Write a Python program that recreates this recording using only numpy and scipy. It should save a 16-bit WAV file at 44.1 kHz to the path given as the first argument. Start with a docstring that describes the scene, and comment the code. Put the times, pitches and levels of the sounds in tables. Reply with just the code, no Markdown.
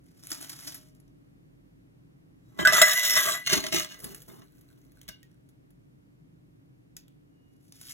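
"""A sleeve rustles up close and brushes a steel handle; a brief, faint swell leads into the first knock.
A scoop is rammed twice into the ash of a stove's brick chamber: noise grains ring the pan and boom the
chamber, and blows and squeaks cut through. It is drawn out full with a light drag: filtered grains give
sifting ash, short noise bursts the ticks of cinders. Last cinders tick, the handle sings faintly as a sine,
the sleeve returns. Under it lies a small, quiet room: shaped noise with a low rumble, and sparse echoes."""
import sys
import numpy as np
from scipy import signal
from scipy.fft import rfft, irfft, next_fast_len
from scipy.io import wavfile
from scipy.ndimage import uniform_filter1d

SR = 44100
rng = np.random.default_rng(int(sys.argv[2]) if len(sys.argv) > 2 else 0)


def master(y):
    """Save y as 16-bit WAV."""
    cut = np.clip(np.atleast_2d(y).T, -1, 1)
    pcm = np.round(cut * 32767)  # scale
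    wavfile.write(sys.argv[1], SR, pcm.astype(np.int16))


N = 349713
TIME = np.arange(N) / SR
TAPS = 8192  # length of a full-circle body response, in samples
BINS = np.fft.rfftfreq(TAPS, 1 / SR)

# Event levels are relative: most layers add a trim of their own.
# pushes of the scoop: (start t/s, length t/s, grit hiss level/dB, pan ring level/dB, chamber boom level/dB)
PUSHES = [(2.598, 0.013, -43.5, -39, -33.5), (2.683, 0.031, -36.5, -24, -42.5),
          (2.733, 0.069, -30.5, -22, -46), (2.859, 0.14, -30.5, -28, -58),
          (3.036, 0.033, -28, -29.5, -55.5), (3.097, 0.062, -33, -29.5, -54),
          (3.165, 0.074, -31.5, -29.5, -48), (3.262, 0.068, -35, -28.5, -47.5),
          (3.354, 0.04, -59.5, -48.5, -67.5), (3.467, 0.0059, -36, -41, -60),
          (3.502, 0.019, -33, -30.5, -46.5), (3.53, 0.004, -26, -31.5, -29.5),
          (3.565, 0.0099, -37, -35.5, -31.5), (3.593, 0.0091, -53, -54, -45),
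          (3.646, 0.021, -42.5, -52, -43), (3.731, 0.066, -31.5, -33, -35.5),
          (3.839, 0.017, -55.5, -59, -56), (3.901, 0.038, -51, -46.5, -58),
          (4.035, 0.11, -61.5, -53.5, -46.5), (4.289, 0.14, -71, -65, -50.5)]
# a brief, faint swell just before the first knock, and later the light drag of the scoop drawn out:
# (start t/s, length t/s, hiss level/dB, ring level/dB, boom level/dB)
SOFT_DRAGS = [(2.552, 0.014, -73, -70, -61.5), (4.57, 0.5, -89, -79, -73)]
# the blade strikes brick or a cinder: (t/s, peak level/dB, brightness f/Hz before softness, crunch t/s)
KNOCKS = [(2.59, -17.5, 630, 0.012), (2.651, -11.5, 1840, 0.0076), (2.6735, 1, 2000, 0.0013),
          (2.724, -7.5, 1520, 0.0014), (2.816, 3.5, 4200, 0.0086), (3.163, -10, 9000, 0.014),
          (3.174, -9, 8000, 0.0025), (3.472, -12.5, 5700, 0.0056), (3.495, -15.5, 7000, 0.0057),
          (3.527, -9.5, 4000, 0.0029), (3.537, -7, 3000, .008), (3.64, -16, 2120, 0.0033),
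          (3.666, -14.5, 9050, 0.0044), (3.725, -14.5, 3000, .004), (3.764, -12, 5000, 0.0074),
          (3.804, -17, 1220, 0.0026), (3.847, -19.5, 6030, 0.0026), (4.299, -45, 1510, 0.0062),
          (4.38, -60, 1510, 0.0076), (4.419, -42.5, 501, 0.0066), (5.087, -28, 6460, 0.0053)]
# the edge catches and sings on single modes: (t/s, f/Hz, level/dB, held t/s, t60 t/s)
SQUEAKS = [(2.591, 635, -25, 0, .05), (2.591, 1040, -33, 0, .25), (2.591, 1635, -31, 0, .25),
           (2.595, 3120, -39, .04, .3), (2.6515, 1520, -9, 0, .17), (2.6515, 1631, -11, 0, .17),
           (2.6735, 1500, -5, 0, .014), (2.674, 1196, -21, 0, .22), (2.674, 1728, -19, 0, .2),
           (2.674, 1991, -19, 0, .15), (2.672, 5540, -18, 0, .087), (2.722, 7296, -32, .11, .06),
           (2.816, 1640, -19, 0, .09), (2.816, 1870, -19, 0, .05), (2.816, 1991, -18, 0, .08),
           (2.816, 3360, -20, 0, .04), (2.868, 1991, -34, .14, .15), (2.95, 6912, -47, .13, .12),
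           (5.09, 2870, -57, .06, .12), (5.09, 1530, -55, 0, .2), (5.229, 1880, -56, 0, .1)]
# resonances that slide as the blade is pushed: (start t/s, length t/s, level/dB, from f/Hz, to f/Hz)
WHINES = [(2.742, 0.065, -28, 1434, 1217), (2.769, 0.079, -29, 1613, 1793),
          (2.878, 0.12, -30.5, 1843, 2037), (3.106, .08, -30, 2004, 1925),
          (3.171, 0.053, -30.5, 1160, 1087)]
# fine ash runs off the scoop: (start t/s, length t/s, level/dB)
SIFTING = [(4.038, 0.074, -46.5), (4.277, 0.087, -59), (4.576, 0.47, -75.5)]
# the largest loose cinders: (t/s, peak level/dB, pitch f/Hz, crumbling t/s)
CINDERS = [(4.002, -37, 9700, 0.0045), (4.043, -25, 10260, .006), (4.1464, -31.5, 11300, 0.0043),
           (4.2194, -39.5, 11770, 0.0046), (4.5209, -57, 11700, .004), (4.571, -55.5, 11400, .002),
           (4.6105, -49.5, 11580, 0.0057), (4.816, -54, 6000, .003), (4.9194, -51.5, 11710, 0.0022),
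           (4.9604, -59, 1860, .002), (5.0145, -39, 3630, 0.0026), (5.031, -48.5, 6380, .002),
           (5.08, -34.5, 4010, 0.0057), (5.0888, -27, 5450, 0.0039), (5.23, -43.5, 3600, 0.0022),
           (5.315, -58, 5600, .002), (5.489, -55, 10400, 0.0078), (5.7053, -54.5, 11160, .005),
           (6.9666, -30, 6000, .004), (7.081, -48, 3545, 0.00201)]
# the hand brushes the free handle: (start t/s, length t/s, f/Hz, peak level/dB, t60 t/s)
HANDLE_RINGS = [(.76, .02, 619, -69, 1.6), (.76, .02, 1227, -80, 1.3), (7.38, .12, 2875, -79, .7)]
# movements of the sleeve: (start t/s, length t/s, rustle level/dB, lowest f/Hz)
SLEEVE_MOVES = [(0.317, 0.42, -54, 100), (7.55, .15, -91, 2020), (7.923, .04, -49.5, 1740)]
# folds of the sleeve snap over: (t/s, peak level/dB, resonance f/Hz, snap t/s)
FOLDS = [(0.236, -35, 7000, .001), (0.2706, -26, 11800, 0.0012), (0.304, -27, 11300, 0.006),
         (0.3166, -18, 5400, 0.0046), (0.328, -23, 7560, 0.0053), (0.3456, -28, 10700, 0.0045),
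         (0.4948, -25.5, 10700, 0.0042), (0.6736, -26, 5500, 0.017), (0.744, -29.5, 11600, 0.015),
         (.896, -55, 5860, .002), (0.95, -51, 14000, 0.0023), (1, -51.5, 10600, 0.0041),
         (1.079, -58, 4500, 0.0024), (7.7228, -37, 5200, 0.0018), (7.813, -34, 9930, 0.0043),
         (7.897, -37, 6000, 0.0072)]

# modes of the scoop: (f/Hz, width f/Hz, level/dB above the spectrum when empty, level/dB when buried in ash)
SCOOP_MODES = [(635, 40, 13, 17), (1180, 60, 7, 4), (1255, 60, 4, 9), (1385, 40, 1, -5), (1525, 25, 7, -5),
               (1642, 42, 16, 16), (1920, 60, 7, 3), (1992, 32, 15, 8), (2065, 100, 3, 15),
               (2660, 50, 3, -9), (2890, 80, 0, 12), (3360, 30, 7, 0), (3608, 36, 8, 8), (3930, 60, 7, 0),
               (4270, 110, -3, 10), (5530, 45, 12, 11), (5400, 130, 3, 10), (6050, 70, 10, 6),
               (6220, 90, 8, 13), (6540, 35, 5, 13), (6912, 26, 11, 5), (7296, 26, 10, 3),
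               (7700, 170, 11, 2), (8270, 170, 10, 9), (9842, 36, 12, 10), (10060, 60, 10, 6),
               (10660, 45, 6, 10), (11275, 42, 16, 10), (11700, 50, 14, 3), (12220, 130, 14, 9),
               (13595, 50, 10, 6), (14972, 42, 14, 10)]
# long-ringing modes of the steel handle, held free: (f/Hz, relative level/dB, t60 t/s)
HANDLE_MODES = [(622, -23, 1.2), (1196, -14, 0.25), (1314, -16, .25), (1432, -18, .25), (1520, -12, .3),
                (1631, -11, .3), (1728, -14, .3), (1991, -6, 0.3), (2148, -21, 1.2), (2875, -25, 2.6),
                (3120, -17, .35), (3359, -15, .5), (5537, -13, 0.25), (5789, -12, .2), (6038, -12, .25),
                (6188, -13, .25), (6911, -11, .3), (7188, -13, .2), (7296, -9, 0.25), (7618, -13, .2),
                (7784, -13, .2), (9842, -11, .3), (11268, -13, .25), (11680, -11, .3), (13591, -12, .3),
                (14974, -13, .3)]
# modes of the chamber's air, and of the room: (f/Hz, width f/Hz, level/dB above the spectrum)
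CHAMBER_MODES = [(245, 64, 6), (295, 30, 8), (335, 25, 8), (396, 16, 15), (634, 14, 18)]
ROOM_MODES = [(47, 3.9, 22), (128, 37, 6.8), (166.9, 22, 7.4), (283, 38, 10)]
# relative spectra of each material and of the room's air: (f/Hz, level/dB)
STEEL_SPECTRUM = [(100, -17), (200, -16.5), (480, -24.5), (640, -7.5), (830, -11), (1050, -1), (1450, -7.5),
                  (1800, -7), (2100, -4), (2450, -5), (2750, 0), (4000, 0.5), (5000, -1.5), (7000, -3),
                  (9300, -8), (10800, -5.5), (13500, -12), (15700, -6.5)]
CHAMBER_SPECTRUM = [(25, -38), (50, -14), (100, -7), (180, 1.5), (280, -1.5), (400, -8), (520, -21),
                    (800, -13), (1100, -9), (3000, -45)]
ASH_SPECTRUM = [(500, 1), (3000, -11.5), (6000, -4.5), (8500, -6.5), (12500, 0), (15500, -5)]
CINDER_SPECTRUM = [(200, 8), (800, -17.5), (1500, -6), (3000, -5), (7000, -3.5), (12000, -1), (15500, -5)]
CLOTH_SPECTRUM = [(150, -27), (290, 8.5), (480, -25.5), (640, -5.5), (1100, -5.5), (1350, -9.5),
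                  (2500, -9.5), (3500, -9), (5500, -3.5), (7500, -7.5), (11000, -4), (13000, -7.5),
                  (15500, -14)]
AIR_SPECTRUM = [(20, -33.5), (32, -19.5), (50, -18), (80, -8.5), (140, -3.5), (210, -10.5), (300, -8),
                (480, -15), (850, -24), (2000, -27.5), (4000, -36.5), (8000, -41), (13500, -37.5),
                (15500, -45)]
# decay of the brick chamber and of the room: (f/Hz, t60 t/s)
CHAMBER_T60 = [(200, 0.019), (1500, 0.14), (6000, 0.015), (15000, 0.1)]
ROOM_T60 = [(150, 0.1), (600, 0.18), (3000, 0.33), (8000, 0.13), (15000, 0.15)]
# the two microphone ports: (f/Hz, phase by which left leads/rad)
PORT_PHASE = [(0, 0), (260, -3.5), (420, -6), (620, -5.2), (860, -2.5), (1460, -5.9), (1720, -6.2),
              (2150, -4.7), (2600, -4.3), (3360, -5.1), (4750, -3.14), (15400, 12.57)]
# left over right at the ports: (f/Hz, level/dB)
PORT_BALANCE = [(60, 3), (99, 1.5), (160, -1.5), (270, 3.5), (450, -2.5), (740, 4), (1220, 0), (2010, -0.7),
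                (3330, -0.5), (15000, 0.3)]
# likeness of the two channels in echoes and in air: (f/Hz, likeness -1..1)
ECHO_LIKENESS = [(100, 0.32), (500, 0.067), (2800, 0.15), (4200, .85), (15000, 0.85)]
AIR_LIKENESS = [(40, 0.73), (75, -0.28), (130, 1), (290, -0.22), (640, -0.55), (1410, -0.74), (3100, -0.72),
                (6820, -0.056), (15000, -0.65)]

# envelopes of a movement that rises, sags while it lasts, and stops: (rise, sag, fall), each level/dB per s
HISS_SHAPE = (1100, 3, 390)
RING_SHAPE = (1600, 40, 380)
BOOM_SHAPE = (900, 65, 450)
SOFT_SHAPE = (130, 1.2, 77)
SPILL_SHAPE = (270, 7.8, 142)
ARM_SHAPE = (116, 3.1, 137)

BURIED_S = 3.42  # from here on the pan is buried in the ash


def scrape(hiss_db=3, ring_db=2, boom_db=2, chatter_db=2.03, chatter_hz=70, lean_db=2.5, lean_hz=35,
           split_hz=2400):
    """Grit sticks and slips under the blade: speed gives hiss, pressure rings the pan and shakes the chamber."""
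    hiss, ring, boom = pushes()
    chatter = evened(amp(chatter_db * wobble(chatter_hz)))  # the blade judders over uneven brick
    lean = evened(amp(lean_db * wobble(lean_hz)))  # the pan rocks, so its pressure wavers apart from its speed
    fine = cut(grains(per_s=1400, spread_db=4, dust=0.15), 4, split_hz, "high")
    coarse = cut(grains(per_s=600, spread_db=2.6, dust=0.08), 4, split_hz, "low")
    force = chatter * (amp(hiss_db) * hiss * fine + amp(ring_db) * ring * lean * coarse)

    pan = np.zeros(N)
    for here in places(per_s=21, count=9):  # the contact wanders along the edge
        for buried in (False, True):
            now = (TIME > BURIED_S) == buried
            pan += through(force * here * now, struck(buried, uneven_db=4.5, shift_hz=17))

    shove = chatter * grains(per_s=910, spread_db=3.0, dust=0.084)
    return pan + through(amp(boom_db) * boom * shove, body(CHAMBER_SPECTRUM, CHAMBER_MODES))


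def pushes():
    """Gains of hiss, ring and boom: each push bites, sags and stops; the soft swell and drag rise gently."""
    moves = [(row, (HISS_SHAPE, RING_SHAPE, BOOM_SHAPE)) for row in PUSHES]
    moves += [(row, [SOFT_SHAPE] * 3) for row in SOFT_DRAGS]
    gains = np.zeros((3, N))
    for (start, length, *levels), shapes in moves:
        gains += np.array([gesture(start, length, db, shape) for db, shape in zip(levels, shapes)])
    return gains


def struck(buried, uneven_db, shift_hz=0):
    """The scoop, empty or buried, at one point of contact, which favours some modes and detunes them."""
    favour, detune = rng.standard_normal((2, len(SCOOP_MODES)))
    modes = []
    for (hz, width, empty_db, buried_db), extra, off in zip(SCOOP_MODES, favour, detune):
        level = buried_db if buried else empty_db
        modes.append((hz + shift_hz * off, width, level + uneven_db * extra))
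    return body(STEEL_SPECTRUM, modes)


def knocks(level_db=-8, softness=0.93):
    """Blows excite the scoop's modes; a low-pass on the force makes a softer blow duller."""
    out = np.zeros(N)
    for s, db, hz, seconds in KNOCKS:
        keep = np.exp(-2 * np.pi * hz / softness / SR)
        force = signal.lfilter([1 - keep], [1, -keep], crunch(seconds, crumble=0.13, order=3))
        blow = signal.fftconvolve(force, struck(s > BURIED_S, uneven_db=3.0))
        add(out, s, amp(db + level_db) * peaked(blow))
    return out


def thumps(level_db=-36):
    """Every blow also shakes the chamber floor a little, exciting the chamber's low modes."""
    out, floor = np.zeros(N), body(CHAMBER_SPECTRUM, CHAMBER_MODES)
    for s, db, _, seconds in KNOCKS:
        thump = signal.fftconvolve(crunch(seconds, crumble=0.34), floor)
        add(out, s, amp(db + level_db) * peaked(thump))
    return out


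def squeaks(rise_s=0.001, waver=0.003, flutter_db=4.5):
    """The edge catches on brick: a mode sings unsteadily while the edge drags, then rings out."""
    out, t = np.zeros(N), TIME[:SR // 2]
    drift, grip = 1 + waver * wobble(150), amp(flutter_db * wobble(82))
    for s, hz, db, hold, t60 in SQUEAKS:
        span = slice(round(s * SR), round(s * SR) + len(t))
        # a held tone flutters with the grip, and keeps its last value once released
        pressure = np.interp(np.minimum(t, hold), t, grip[span]) if hold > rise_s else 1
        attack = 1 - np.exp(-t / rise_s)
        ring_out = 1000 ** (-np.maximum(t - hold, 0) / t60)
        tone = np.sin(2 * np.pi * hz * np.cumsum(drift[span]) / SR)
        add(out, s, amp(db) * pressure * attack * ring_out * tone)
    return out


def whines(width_hz=45):
    """The load on the blade shifts as it slides, bending one of its resonances up or down."""
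    out, keep = np.zeros(N), np.exp(-np.pi * width_hz / SR)
    for s, length, db, from_hz, to_hz in WHINES:
        hz = np.interp(TIME, [s, s + length], [from_hz, to_hz])
        shiver = evened(signal.lfilter([1 - keep], [1, -keep], rng.standard_normal(N)))
        out += gesture(s, length, db, RING_SHAPE) * shiver * np.sin(2 * np.pi * np.cumsum(hz) / SR)
    return out


def handle(x, damping):
    """Vibration rings on in the handle's pure decaying modes; damping adds decay in dB per s."""
    t = TIME[:SR]
    modes = np.zeros(SR)
    for hz, db, t60 in HANDLE_MODES:
        modes += amp(db - damping * t) * 1000 ** (-t / t60) * np.sin(2 * np.pi * hz * t)
    return through(x, modes / np.linalg.norm(modes))


def handle_rings(rise_db_per_s=150):
    """A light brush of the hand sets the free handle ringing in a thin, clean tone."""
    out = np.zeros(N)
    for s, length, hz, db, t60 in HANDLE_RINGS:
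        out += gesture(s, length, db, (rise_db_per_s, 0, 60 / t60)) * np.sin(2 * np.pi * hz * TIME)
    return out


def sifting(level_db=3, clump_db=4.0):
    """Fine ash slides off the heap in little clumps as the scoop is lifted and drawn back."""
    spills = sum(gesture(*spill, SPILL_SHAPE) for spill in SIFTING)
    flow = spills * evened(amp(clump_db * wobble(37.4)))
    ash = grains(per_s=2500, spread_db=4.5, dust=0.7)
    return through(amp(level_db) * flow * ash, body(ASH_SPECTRUM))


def cinders(level_db=-5, width_hz=1200, ring_db=6):
    """Falling and settling cinders: light, dry ticks, each a crumbling contact with a pitch of its own."""
    out = np.zeros(N)
    for s, db, hz, seconds in CINDERS:
        stone = body(CINDER_SPECTRUM, [(hz, width_hz, ring_db)])
        tick = signal.fftconvolve(crunch(seconds, crumble=0.7), stone)
        add(out, s, amp(db + level_db) * peaked(tick))
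    return out


def crumbs(start_s=4.4, length_s=0.9, level_db=-77):
    """Small cinders trickle off the heap in uneven clumps, each a faint dry tick."""
    falls = ticks(CINDER_SPECTRUM, 1500, 6000, per_s=90, spread_db=2.5)
    drops = through(falls, crunch(seconds=0.002, crumble=0.5))
    trickle = evened(drops * amp(4 * wobble(18)))
    return gesture(start_s, length_s, level_db, SOFT_SHAPE) * trickle


def sleeve(rustle_db=4, folds_db=-7, patchy_db=4.0, width_hz=2500, ring_db=7):
    """Threads rub over each other in a fine hiss with separate scratches; now and then a fold snaps."""
    out = np.zeros(N)
    threads = through(grains(per_s=2100, spread_db=4, dust=1.1), body(CLOTH_SPECTRUM))
    scratches = .65 * ticks(CLOTH_SPECTRUM, 1400, 11000, per_s=330, spread_db=3)
    rustle = (threads + scratches) * amp(rustle_db + patchy_db * wobble(53))
    for s, length, db, lowest_hz in SLEEVE_MOVES:
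        out += gesture(s, length, db, ARM_SHAPE) * cut(rustle, 2, lowest_hz, "high")
    for s, db, hz, seconds in FOLDS:
        fold = body(CLOTH_SPECTRUM, [(hz, width_hz, ring_db)])
        snap = signal.fftconvolve(crunch(seconds, crumble=0.98), fold)
        add(out, s, amp(db + folds_db) * peaked(snap))
    return out


def chamber(x, direct_db, walls_db):
    """The close brick walls smear the sound; their pattern of echoes changes over time."""
    walls = sum(echoes(x * here, CHAMBER_T60, first_s=0.00022, per_s=13000) for here in places(per_s=3.95))
    return amp(direct_db) * x + amp(walls_db) * walls


def echoes(x, t60, first_s, per_s):
    """Sparse reflections of random sign, each band dying at its own speed; left response has energy 1."""
    count = SR // 2
    hits = (rng.random((2, count)) < per_s / SR) * (TIME[:count] > first_s)
    taps = rng.choice([-1., 1.], (2, count)) * hits
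    hz, t, z = signal.stft(taps, SR, nperseg=256)
    z = pair(*z, read(ECHO_LIKENESS, hz)[:, None]) * 1000 ** (-t / read(t60, hz)[:, None])
    tail = signal.istft(z, SR, nperseg=256)[1]
    return signal.oaconvolve(x[None], tail / np.linalg.norm(tail[0]), axes=1)[:, :N]


def ports(x):
    """Sound reaches the two microphone ports with a difference in phase and level."""
    size = next_fast_len(N + TAPS)
    hz = np.fft.rfftfreq(size, 1 / SR)
    lag = np.interp(hz, *np.transpose(PORT_PHASE))
    tilt = amp(read(PORT_BALANCE, hz) / 2)
    return irfft(rfft(x, size) * np.array([tilt, np.exp(-1j * lag) / tilt]), size)[:, :N]


def air(start_db=-56.5, drift_db_per_s=-0.2131):
    """The room's low rumble under a faint hiss: shaped noise that sinks very slowly in level."""
    hz = np.fft.rfftfreq(N, 1 / SR)
    noise = pair(*rfft(rng.standard_normal((2, N))), read(AIR_LIKENESS, hz))
    shaped = noise * amp(colour_db(AIR_SPECTRUM, ROOM_MODES, hz))
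    return evened(irfft(shaped, N)) * amp(start_db + drift_db_per_s * TIME)


def gesture(start, length, db, shape):
    """Gain of one movement: it rises to its level at the start, sags for its length, then falls away."""
    rise, sag, fall = shape
    t = TIME - start
    before, during, after = np.minimum(t, 0), np.clip(t, 0, length), np.maximum(t - length, 0)
    return amp(db + rise * before - sag * during - fall * after)


def places(per_s, count=5):
    """Weights that hand the sound round a ring of positions; their squares sum to 1."""
    away = (TIME * per_s - np.arange(count)[:, None] + count / 2) % count - count / 2
    return np.cos(np.pi / 2 * np.minimum(abs(away), 1))


def grains(per_s, spread_db, dust):
    """Tiny slips of uneven size over a share of fine dust noise, rms 1 before dust and again after."""
    size = amp(spread_db * np.minimum(rng.exponential(1, N), 4))
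    slips = size * rng.choice([-1, 1], N) * (rng.random(N) < per_s / SR)
    return evened(evened(slips) + dust * rng.standard_normal(N))


def ticks(spectrum, low_hz, high_hz, per_s, spread_db, count=6):
    """Sparse, separate ticks of uneven size, in several pitches, rms 1."""
    out = np.zeros(N)
    for hz in np.geomspace(low_hz, high_hz, count):
        hits = grains(per_s / count, spread_db, dust=0)
        out += through(hits, body(spectrum, [(hz, hz / 8, 14)]))
    return evened(out)


def crunch(seconds, crumble, order=1):
    """A sharp contact and the crumbling that dies away after it; a higher order holds on, then stops short."""
    t = TIME[:TAPS // 2]
    force = crumble * rng.standard_normal(len(t)) * np.exp(-(t / seconds) ** order)
    force[0] += 1
    return force


def colour_db(spectrum, modes, hz):
    """A smooth spectrum with resonance peaks standing on it."""
    peaks = sum(amp(db) ** 2 / (1 + (2 * (hz - f) / width) ** 2) for f, width, db in modes)
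    return read(spectrum, hz) + 10 * np.log10(1 + peaks)


def body(spectrum, modes=()):
    """Causal, minimum-phase impulse response of that colour, energy 1."""
    log_gain = np.log(amp(colour_db(spectrum, modes, BINS)))
    circle = np.concatenate([log_gain, log_gain[-2:0:-1]])
    response = np.fft.ifft(np.exp(np.conj(signal.hilbert(circle)))).real
    return response / np.linalg.norm(response)


def wobble(rate_hz):
    """Smooth chance of rms 1: noise with little left above rate_hz."""
    hz = np.fft.rfftfreq(N, 1 / SR)
    return evened(irfft(rfft(rng.standard_normal(N)) * np.exp(-(hz / rate_hz) ** 2), N))


def pair(a, b, likeness):
    """Two channels from two unrelated spectra, alike by the given amount."""
    same = np.clip(likeness, -1, 1)
    return np.array([a, same * a + np.sqrt(1 - same ** 2) * b])


def cut(x, order, hz, kind):
    """Butterworth filter, "high" or "low" pass."""
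    return signal.sosfilt(signal.butter(order, hz, kind, fs=SR, output="sos"), x)


def through(x, response):
    """Passes a sound through an impulse response."""
    return signal.oaconvolve(x, response)[:N]


def add(mix, s, sound):
    """Mixes a sound in at time s."""
    part = mix[max(round(s * SR), 0):][:len(sound)]
    part += sound[:len(part)]


def peaked(x):
    """Scales a hit so that its loudest millisecond has rms 1."""
    return x / np.sqrt(uniform_filter1d(x ** 2, SR // 1000).max())


def evened(x):
    """Scales to rms 1."""
    return x / np.sqrt(np.mean(x ** 2) + 1e-20)


def read(points, hz):
    """Reads a table on a log-frequency axis."""
    f, value = np.transpose(points)
    return np.interp(np.log(hz + 1), np.log(f + 1), value)


def amp(db):
    """Decibels to gain."""
    return 10 ** (np.asarray(db) / 20)


def scene(stove_wet_db=-13, near_wet_db=-8, brushed_db=-26, handle_db=-11, buried_db=-11):
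    """The scoop inside the stove, sleeve and cinders in front of it, all in one room."""
    drag, blows = scrape(), knocks() + thumps()
    edge = squeaks() + whines() + sifting()
    near = sleeve() + cinders() + crumbs()

    stove = chamber(drag, direct_db=-0.5, walls_db=-4) + chamber(blows, direct_db=-1, walls_db=-3.5) + edge
    shake = amp(handle_db + buried_db * (TIME > BURIED_S)) * (drag + blows)
    stove += handle(shake, damping=130)  # work in the ash damps the handle
    stove += handle(amp(brushed_db) * near, damping=0) + handle_rings()

    sent = amp(stove_wet_db) * (drag + blows + edge) + amp(near_wet_db) * near
    room = echoes(sent, ROOM_T60, first_s=0.0035, per_s=1700)
    return ports(stove + near + room) + air()


def record(dry, low_cut_hz=36, ceiling=.8, edge_hz=15950):
    """Low cut, soft overload towards the ceiling, and a steep band limit."""
    thinned = cut(dry, 4, low_cut_hz, "high")
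    rounded = thinned / (1 + (thinned / ceiling) ** 4) ** .25
    band = signal.firwin(511, edge_hz, window=("kaiser", 9), fs=SR)
    return signal.oaconvolve(rounded, band[None], "same")


dry = scene()
out = record(dry)
master(out)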